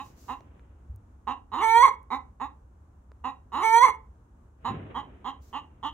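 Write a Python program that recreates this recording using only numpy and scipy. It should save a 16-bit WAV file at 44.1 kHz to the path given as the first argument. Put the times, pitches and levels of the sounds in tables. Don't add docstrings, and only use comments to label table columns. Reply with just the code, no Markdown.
import sys
import numpy as np
from scipy import signal
from scipy.fft import rfft, irfft, next_fast_len
from scipy.io import wavfile
from scipy.ndimage import uniform_filter1d, map_coordinates

SR = 44100
rng = np.random.default_rng(int(sys.argv[2]) if len(sys.argv) > 2 else 0)


def dump_mix(stems):
    frames = np.atleast_2d(stems).T
    limited = np.clip(frames, -1, 1)
    pcm = np.round(limited * 32767).astype(np.int16)
    wavfile.write(sys.argv[1], SR, pcm)


N = 261513

# start in seconds, level in dB, swell time in seconds,
# typical beak resonance in Hz, its basic strength in dB.
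CLUCKS = [(-.036, -36.5, .005, 2750, -17), (.281, -34.5, .016, 2810, -20.5), (1.27, -30, .008, 2850, -17.5),
          (2.103, -29, .024, 2180, -19), (2.399, -33, .017, 2690, -23.5), (3.24, -31.5, .002, 2697, -20.5),
          (4.646, -30, .006, 2864, -17.5), (4.944, -33, 0.024, 3143, -14.5),
          (5.244, -33.5, .025, 3130, -13.5), (5.528, -34.5, .028, 2936, -11.5),
          (5.828, -32, 0.026, 3106, -13)]
# start, moment it locks into a tone, is pushed, cracks, collapses and ends
# (all in seconds), depth of the brief dip in dB, treble change in dB.
SQUAWKS = [(1.517, 1.636, 1.748, 1.828, 1.865, 1.892, 5, -1.5),
           (3.519, 3.642, 3.736, 3.829, 3.858, 3.9, 11, 1)]
# frequency in Hz, gain in dB.
OPEN_THROAT = [(200, -30.5), (450, -10), (640, -36.5), (880, 3.5), (1100, 5), (1330, -13), (1600, -23.5),
               (1820, -10), (2230, -3.5), (2500, -40), (4900, -48.5), (8400, -32), (12000, -43.5),
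               (16000, -56.5)]
# frequency in Hz before the neck shifts it, gain in dB.
SHUT_THROAT = [(100, -37.5), (260, -10.5), (430, -16.5), (620, -27.5), (820, -2), (1050, 1.5), (1220, -7),
               (1520, -28), (1900, -18.5), (2400, -40), (3400, -54.5), (16000, -79.5)]
# frequency in Hz, nominal width in Hz, strength in dB.
OPEN_MODES = [(3326, 240, -19), (4206, 300, -23), (5973, 540, -25.5), (7920, 360, -33.5)]
# frequency in Hz, nominal width in Hz, basic strength in dB.
CLUCK_MODES = [(3820, 330, -23.5), (5540, 300, -41), (6930, 300, -36.5), (8900, 950, -44),
               (14400, 3000, -52)]
# start in seconds, peak level in dB, centre frequency in Hz.
TICKS = [(0.407, -41, 700), (0.595, -51.5, 1380), (.961, -50, 12430), (2.03, -57.5, 7890),
         (3.118, -45.5, 676)]
# start in seconds, level in dB before the soft onset,
# frequency in Hz, time to fade by 60 dB in seconds.
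BUMPS = [(.897, -28, 66, 0.17), (.925, -38, 100, 0.32), (4.688, -33, 108.5, 0.48),
         (4.704, -28.5, 213.6, 0.13), (4.734, -33, 159, 0.22), (4.772, -31, 98, 0.17)]
# frequency in Hz, relative level in dB per Hz.
RUMBLE = [(20, -31), (48, -8), (67, 0.5), (88, -9), (140, -20), (270, -22.5), (350, -27.5), (630, -34),
          (1000, -31.5), (1500, -39.5), (2100, -51.5), (4800, -62.5), (6500, -54.5), (14000, -67)]
# frequency in Hz, relative level in dB per Hz.
SHUFFLE_COLOUR = [(35, -41.5), (60, -12.5), (101, -3.5), (244, -8), (289, -7), (590, -16.5), (2900, -30.5),
                  (3890, -44), (4600, -71.5), (9000, -73.5), (11700, -99), (19800, -120)]
# frequency in Hz, relative level in dB per Hz.
SWISH_COLOUR = [(1500, -23), (3500, -6.5), (6800, 1.5), (9000, -11.5), (14500, -5.5)]
# start in seconds, length in seconds, level in dB.
SHUFFLES = [(0, .57, -60), (4.67, 0.05, -39.5), (5.5, 0.5, -67)]
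# start in seconds, length in seconds, level in dB.
SWISHES = [(0, 0.073, -62), (.17, .15, -64), (5.42, .08, -67)]
# frequency in Hz, likeness (1 is mono).
ALIKE = [(60, 1), (150, 0.99), (380, .7), (950, 0.0039), (15000, 0.034)]
# frequency in Hz, left minus right in dB.
PORT_BALANCE = [(270, -0.14), (480, 2), (620, -0.5), (800, -13.5), (1000, -10), (1220, -1), (1500, 1.5),
                (2050, -1), (3000, 0.5), (5000, 0), (15000, -0.5)]
# frequency in Hz, radians by which left leads.
PORT_PHASE = [(0, -1), (550, 0), (1400, 0), (2050, 1.19), (3200, 1.04), (4900, 3), (6800, 6.5), (9100, 9.5),
              (15000, 19)]
# frequency in Hz, time to fade by 60 dB in seconds.
YARD = [(200, 0.49), (1000, 0.27), (3000, .26), (10000, 0.036)]

TOP_HZ = 15800
RUMBLE_DB = -52.5
CLUCK_S, CLUCK_THROAT_HZ = .058, 1042
CLUCK_START_HZ, CLUCK_END_HZ = 172.24, 279.64
ABRUPT_HZ, ABRUPT_S = 89.6, .006
CLUCK_SPREAD = .04
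START_HZ, TONE_HZ = 179.6, 445.5
GLIDE_HZ, GLIDE_POWER = 52.24, 2.6
CRACK_HZ, CRACK_HOLD_S, FALL_HZ_PER_S = 42, .022, 2200
HOARSE_DB, TONE_DB, PUSHED_DB, CRACKED_DB, COLLAPSED_DB = -29, -21, -15, -12, -25
SWELL_S, SWELL_DB = .024, 16.5
LOCK_S, LOCK_LEAD_S, PUSH_S, SNAP_S = .018, 0.011, .009, .004
CRACKED_OPENING = .68
DIP_HZ, DIP_WIDTH_HZ = 480.3, 5.1
HOARSE_ROUGH, STRAIN_ROUGH, TONE_ROUGH, CRACKED_ROUGH, COLLAPSED_ROUGH = .3, .35, .025, 0.23, .55
TREBLE_HZ = 5000


def amp(db):
    return 10 ** (np.asarray(db) / 20)


def unit(x):
    return x / np.sqrt(np.mean(x ** 2) + 1e-20)


def along(points, hz):
    f, v = np.transpose(points)
    return np.interp(np.log(hz + 1), np.log(f + 1), v)


def wobble(rate, size):
    return map_coordinates(rng.standard_normal(4096), [np.arange(size) * rate / SR], mode="wrap")


def step(t, width):
    return .5 + .5 * np.tanh(t / width)


def filtered(x, response):
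    size = x.shape[-1]
    m = 2 * next_fast_len(size // 2 + 4096)
    return irfft(rfft(x, m) * response(np.fft.rfftfreq(m, 1 / SR)), m)[..., :size]


def add(track, s, x):
    start = round(s * SR)
    x = x[max(-start, 0):N - start]
    track[max(start, 0):][:len(x)] += x


def throat(points, hz):
    cepstrum = irfft(np.log(amp(along(points, hz))))
    half = len(cepstrum) // 2
    return np.exp(rfft(np.r_[cepstrum[0], 2 * cepstrum[1:half]], 2 * half))


def resonances(modes, hz):
    total = 0
    for centre, width, db in modes:
        damping = 1j * hz * 0.96 * width
        total = total + amp(db) * (damping / (centre * centre - hz * hz + damping)) ** 2
    return total


def syrinx(pitch, rough, jitter, shimmer_db, rasp):
    size = len(pitch)
    uneven_pitch = pitch * (1 + jitter * rough * wobble(330, size))
    phase = 2 * np.pi * np.cumsum(uneven_pitch) / SR - 1
    k = np.arange(1, 81)[:, None]
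    harmonics = np.cos(k * phase) * (k * pitch < TOP_HZ)
    pulses = np.sum(harmonics, axis=0) * np.sqrt(pitch / SR) * 2
    puffs = unit((1 + np.cos(phase)) ** 2) * rng.standard_normal(size)
    return (pulses + rasp * rough * puffs) * amp(shimmer_db * rough * wobble(400, size))


def shut_beak(hz, throat_hz, beak_hz, beak_db, treble_db):
    stretch = 1050 / throat_hz
    beak = resonances([(beak_hz, 340, beak_db)], hz)
    return throat(SHUT_THROAT, hz * stretch) + beak + amp(treble_db) * resonances(CLUCK_MODES, hz)


def scatter(x, life=.008, level_db=1.0, above_hz=1700, turn_rate=9):
    t = np.arange(SR // 30) / SR
    clouds = filtered(rng.standard_normal((3, len(t))) * np.exp(-t / life),
                      lambda hz: 1 - 1 / (1 + (hz / above_hz) ** 6))
    clouds = clouds / np.linalg.norm(clouds, axis=1, keepdims=True)
    paths = signal.fftconvolve(x[None], clouds, axes=1)[:, :len(x)]
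    facing = np.array([wobble(turn_rate, len(x)) for _ in paths])
    shares = facing / np.sqrt(np.sum(facing ** 2, axis=0) + .1)
    return x + amp(level_db) * np.sum(paths * shares, axis=0)


def clucks(onset_db=-9, attack=0.00089, sag_db=-3, release=0.018, beak_fall=0.027):
    out, t = np.zeros(N), np.arange(SR // 8) / SR
    late = np.minimum(t / CLUCK_S, 1)
    for s, db, swell, beak_hz, beak_db in CLUCKS:
        start_hz = CLUCK_START_HZ + ABRUPT_HZ * np.exp(-swell / ABRUPT_S)
        pitch = start_hz + (CLUCK_END_HZ - start_hz) * np.tanh(2 * t / CLUCK_S)
        pitch = pitch * (1 + CLUCK_SPREAD * rng.standard_normal())
        effort_db = onset_db * np.maximum(1 - t / swell, 0) + sag_db * np.maximum(t - swell, 0) / CLUCK_S
        pressure = amp(effort_db) * (1 - np.exp(-t / attack)) * (1 - np.tanh((t - CLUCK_S) / release))
        source = pressure * syrinx(pitch, rough=.3, jitter=.13, shimmer_db=3.5, rasp=.55)
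        early_voice = filtered(source * (1 - late), lambda hz: shut_beak(
            hz, CLUCK_THROAT_HZ, beak_hz * (1 + beak_fall), beak_db - 0.5, treble_db=-2.5))
        late_voice = filtered(source * late, lambda hz: shut_beak(
            hz, CLUCK_THROAT_HZ, beak_hz * (1 - beak_fall), beak_db + 2, treble_db=0.5))
        voice = unit(scatter(early_voice + late_voice))
        add(out, s, amp(db) * voice * np.sqrt(CLUCK_S * SR / len(t)))
    return out


def rush(spectrum):
    def mid_and_side(hz):
        turn = np.arccos(np.clip(along(ALIKE, hz), -1, 1)) / 2
        return amp(along(spectrum, hz)) * [np.cos(turn), np.sin(turn)]
    mid, side = filtered(rng.standard_normal((2, N)), mid_and_side)
    return unit(np.array([mid + side, mid - side]))


def strokes(rows, attack, fall_db_per_s):
    t = np.arange(N) / SR
    gain = np.zeros(N)
    for s, length, db in rows:
        fall_db = fall_db_per_s * np.maximum(t - s - length, 0)
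        gain += step(t - s, attack) * amp(db - fall_db)
    return gain


def background():
    rumble = amp(RUMBLE_DB + 0.79 * wobble(11, N)) * rush(RUMBLE)
    shuffling = strokes(SHUFFLES, attack=0.045, fall_db_per_s=34.5) * amp(1.3 * wobble(60, N))
    swishing = strokes(SWISHES, attack=.015, fall_db_per_s=168) * amp(2.2 * wobble(35, N))
    return rumble + shuffling * rush(SHUFFLE_COLOUR) + swishing * rush(SWISH_COLOUR)


def knocks():
    out, t = np.zeros(N), np.arange(SR // 3) / SR
    for s, db, centre_hz in TICKS:
        burst = amp(-60 * t / 0.0033) * rng.standard_normal(len(t))
        tick = filtered(burst, lambda hz: resonances([(centre_hz, 0.94 * centre_hz, 0)], hz))
        add(out, s, amp(db) * tick / np.abs(tick).max())
    for s, db, hz, t60 in BUMPS:
        fade = amp(db - 60 * t / t60) * (1 - np.exp(-t / 0.0049))
        add(out, s, fade * np.sin(2 * np.pi * hz * t))
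    return out


def squawk_stages(t, start, lock, push, crack, collapse, end, dip_db):
    climb = np.clip((t - start) / (lock - start), 0, 1)
    glide = np.clip((t - lock) / (crack - lock), 0, 1)
    locked, pushed = step(t - lock + LOCK_LEAD_S, LOCK_S), step(t - push, PUSH_S)
    cracked, collapsed = step(t - crack, SNAP_S), step(t - collapse, SNAP_S)
    pitch = (START_HZ + (TONE_HZ - START_HZ) * climb + GLIDE_HZ * glide ** GLIDE_POWER + CRACK_HZ * cracked
             - FALL_HZ_PER_S * np.maximum(t - crack - CRACK_HOLD_S, 0))
    stage_db = (HOARSE_DB + (TONE_DB - HOARSE_DB) * locked + (PUSHED_DB - TONE_DB) * pushed
                + (CRACKED_DB - PUSHED_DB) * cracked + (COLLAPSED_DB - CRACKED_DB) * collapsed)
    swell_db = -SWELL_DB * np.maximum(1 - (t - start) / SWELL_S, 0)
    ending_db = 20 * np.log10(step(end - t, SNAP_S))
    brief_dip_db = dip_db * (1 - cracked) * np.exp(-((pitch - DIP_HZ) / DIP_WIDTH_HZ) ** 2)
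    db = stage_db + swell_db + ending_db - brief_dip_db
    rough = ((HOARSE_ROUGH + STRAIN_ROUGH * climb) * (1 - locked) + TONE_ROUGH * (locked - cracked)
             + CRACKED_ROUGH * (cracked - collapsed) + COLLAPSED_ROUGH * collapsed)
    opening = locked - (1 - CRACKED_OPENING) * cracked
    return pitch, db, rough, opening


def squawks(full_db=-20, saturation=0.43, ring_hz=1020, ring_width_hz=330):
    out = np.zeros(N)
    for start, lock, push, crack, collapse, end, dip_db, treble_db in SQUAWKS:
        t = np.arange(start, end + 2 * SNAP_S, 1 / SR)
        pitch, db, rough, opening = squawk_stages(t, start, lock, push, crack, collapse, end, dip_db)
        source = syrinx(pitch, np.clip(rough, 0, 1), jitter=.15, shimmer_db=5, rasp=.5)
        open_voice = filtered(source * opening,
                              lambda hz: throat(OPEN_THROAT, hz) + resonances(OPEN_MODES, hz))
        shut_voice = filtered(source * (1 - opening), lambda hz: shut_beak(
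            hz, throat_hz=1075, beak_hz=2910, beak_db=-19.0, treble_db=0))
        voice = filtered(open_voice + shut_voice,
                         lambda hz: amp(treble_db * step(hz - TREBLE_HZ, TREBLE_HZ / 10)))
        voice /= np.sqrt(np.abs(uniform_filter1d(voice ** 2, size=400)) + 1e-12)
        ring = filtered(voice, lambda hz: 1 / (1 + ((hz - ring_hz) / ring_width_hz) ** 4))
        overtones = amp(-saturation * np.maximum(db - full_db, 0)) * (voice - ring)
        call = amp(db) * (ring + overtones)
        add(out, start, scatter(call, life=0.0093, level_db=2.5, above_hz=2800, turn_rate=22))
    return out


def yard(x, wall_s=0.012, wall_db=-21, fence_s=0.059, fence_db=-23, tail_db=-17, width=0.64):
    hz, t, z = signal.stft(rng.standard_normal((2, SR // 2)), SR, nperseg=256)
    fade = amp(-60 * t / along(YARD, hz)[:, None]) * (1 - np.exp(-t / 0.0039))
    tail = signal.istft(z * fade, SR, nperseg=256)[1]
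    diffuse = signal.fftconvolve(x[None], tail / np.linalg.norm(tail[0]), axes=1)[:, :N]

    def echoes(f):
        wall = amp(wall_db) * np.exp(-2j * np.pi * f * wall_s)
        fence = amp(fence_db) * np.exp(-2j * np.pi * f * fence_s)
        return 1 + wall + fence

    def ports(f):
        ratio = amp(along(PORT_BALANCE, f))
        phase_hz, lead = np.transpose(PORT_PHASE)
        turn = np.exp(.5j * np.interp(f, phase_hz, lead))
        return 2 * np.array([ratio * turn, 1 / turn]) / (1 + ratio)

    frontal = filtered(x, echoes) + amp(tail_db) * diffuse[0]
    sideways = width * amp(tail_db) * np.array([diffuse[1], -diffuse[1]])
    return filtered(frontal, ports) + sideways


def scene():
    return yard(clucks() + squawks()) + background() + knocks()


def record(dry):
    return filtered(dry, lambda hz: hz < TOP_HZ)


dry = scene()
out = record(dry)
dump_mix(out)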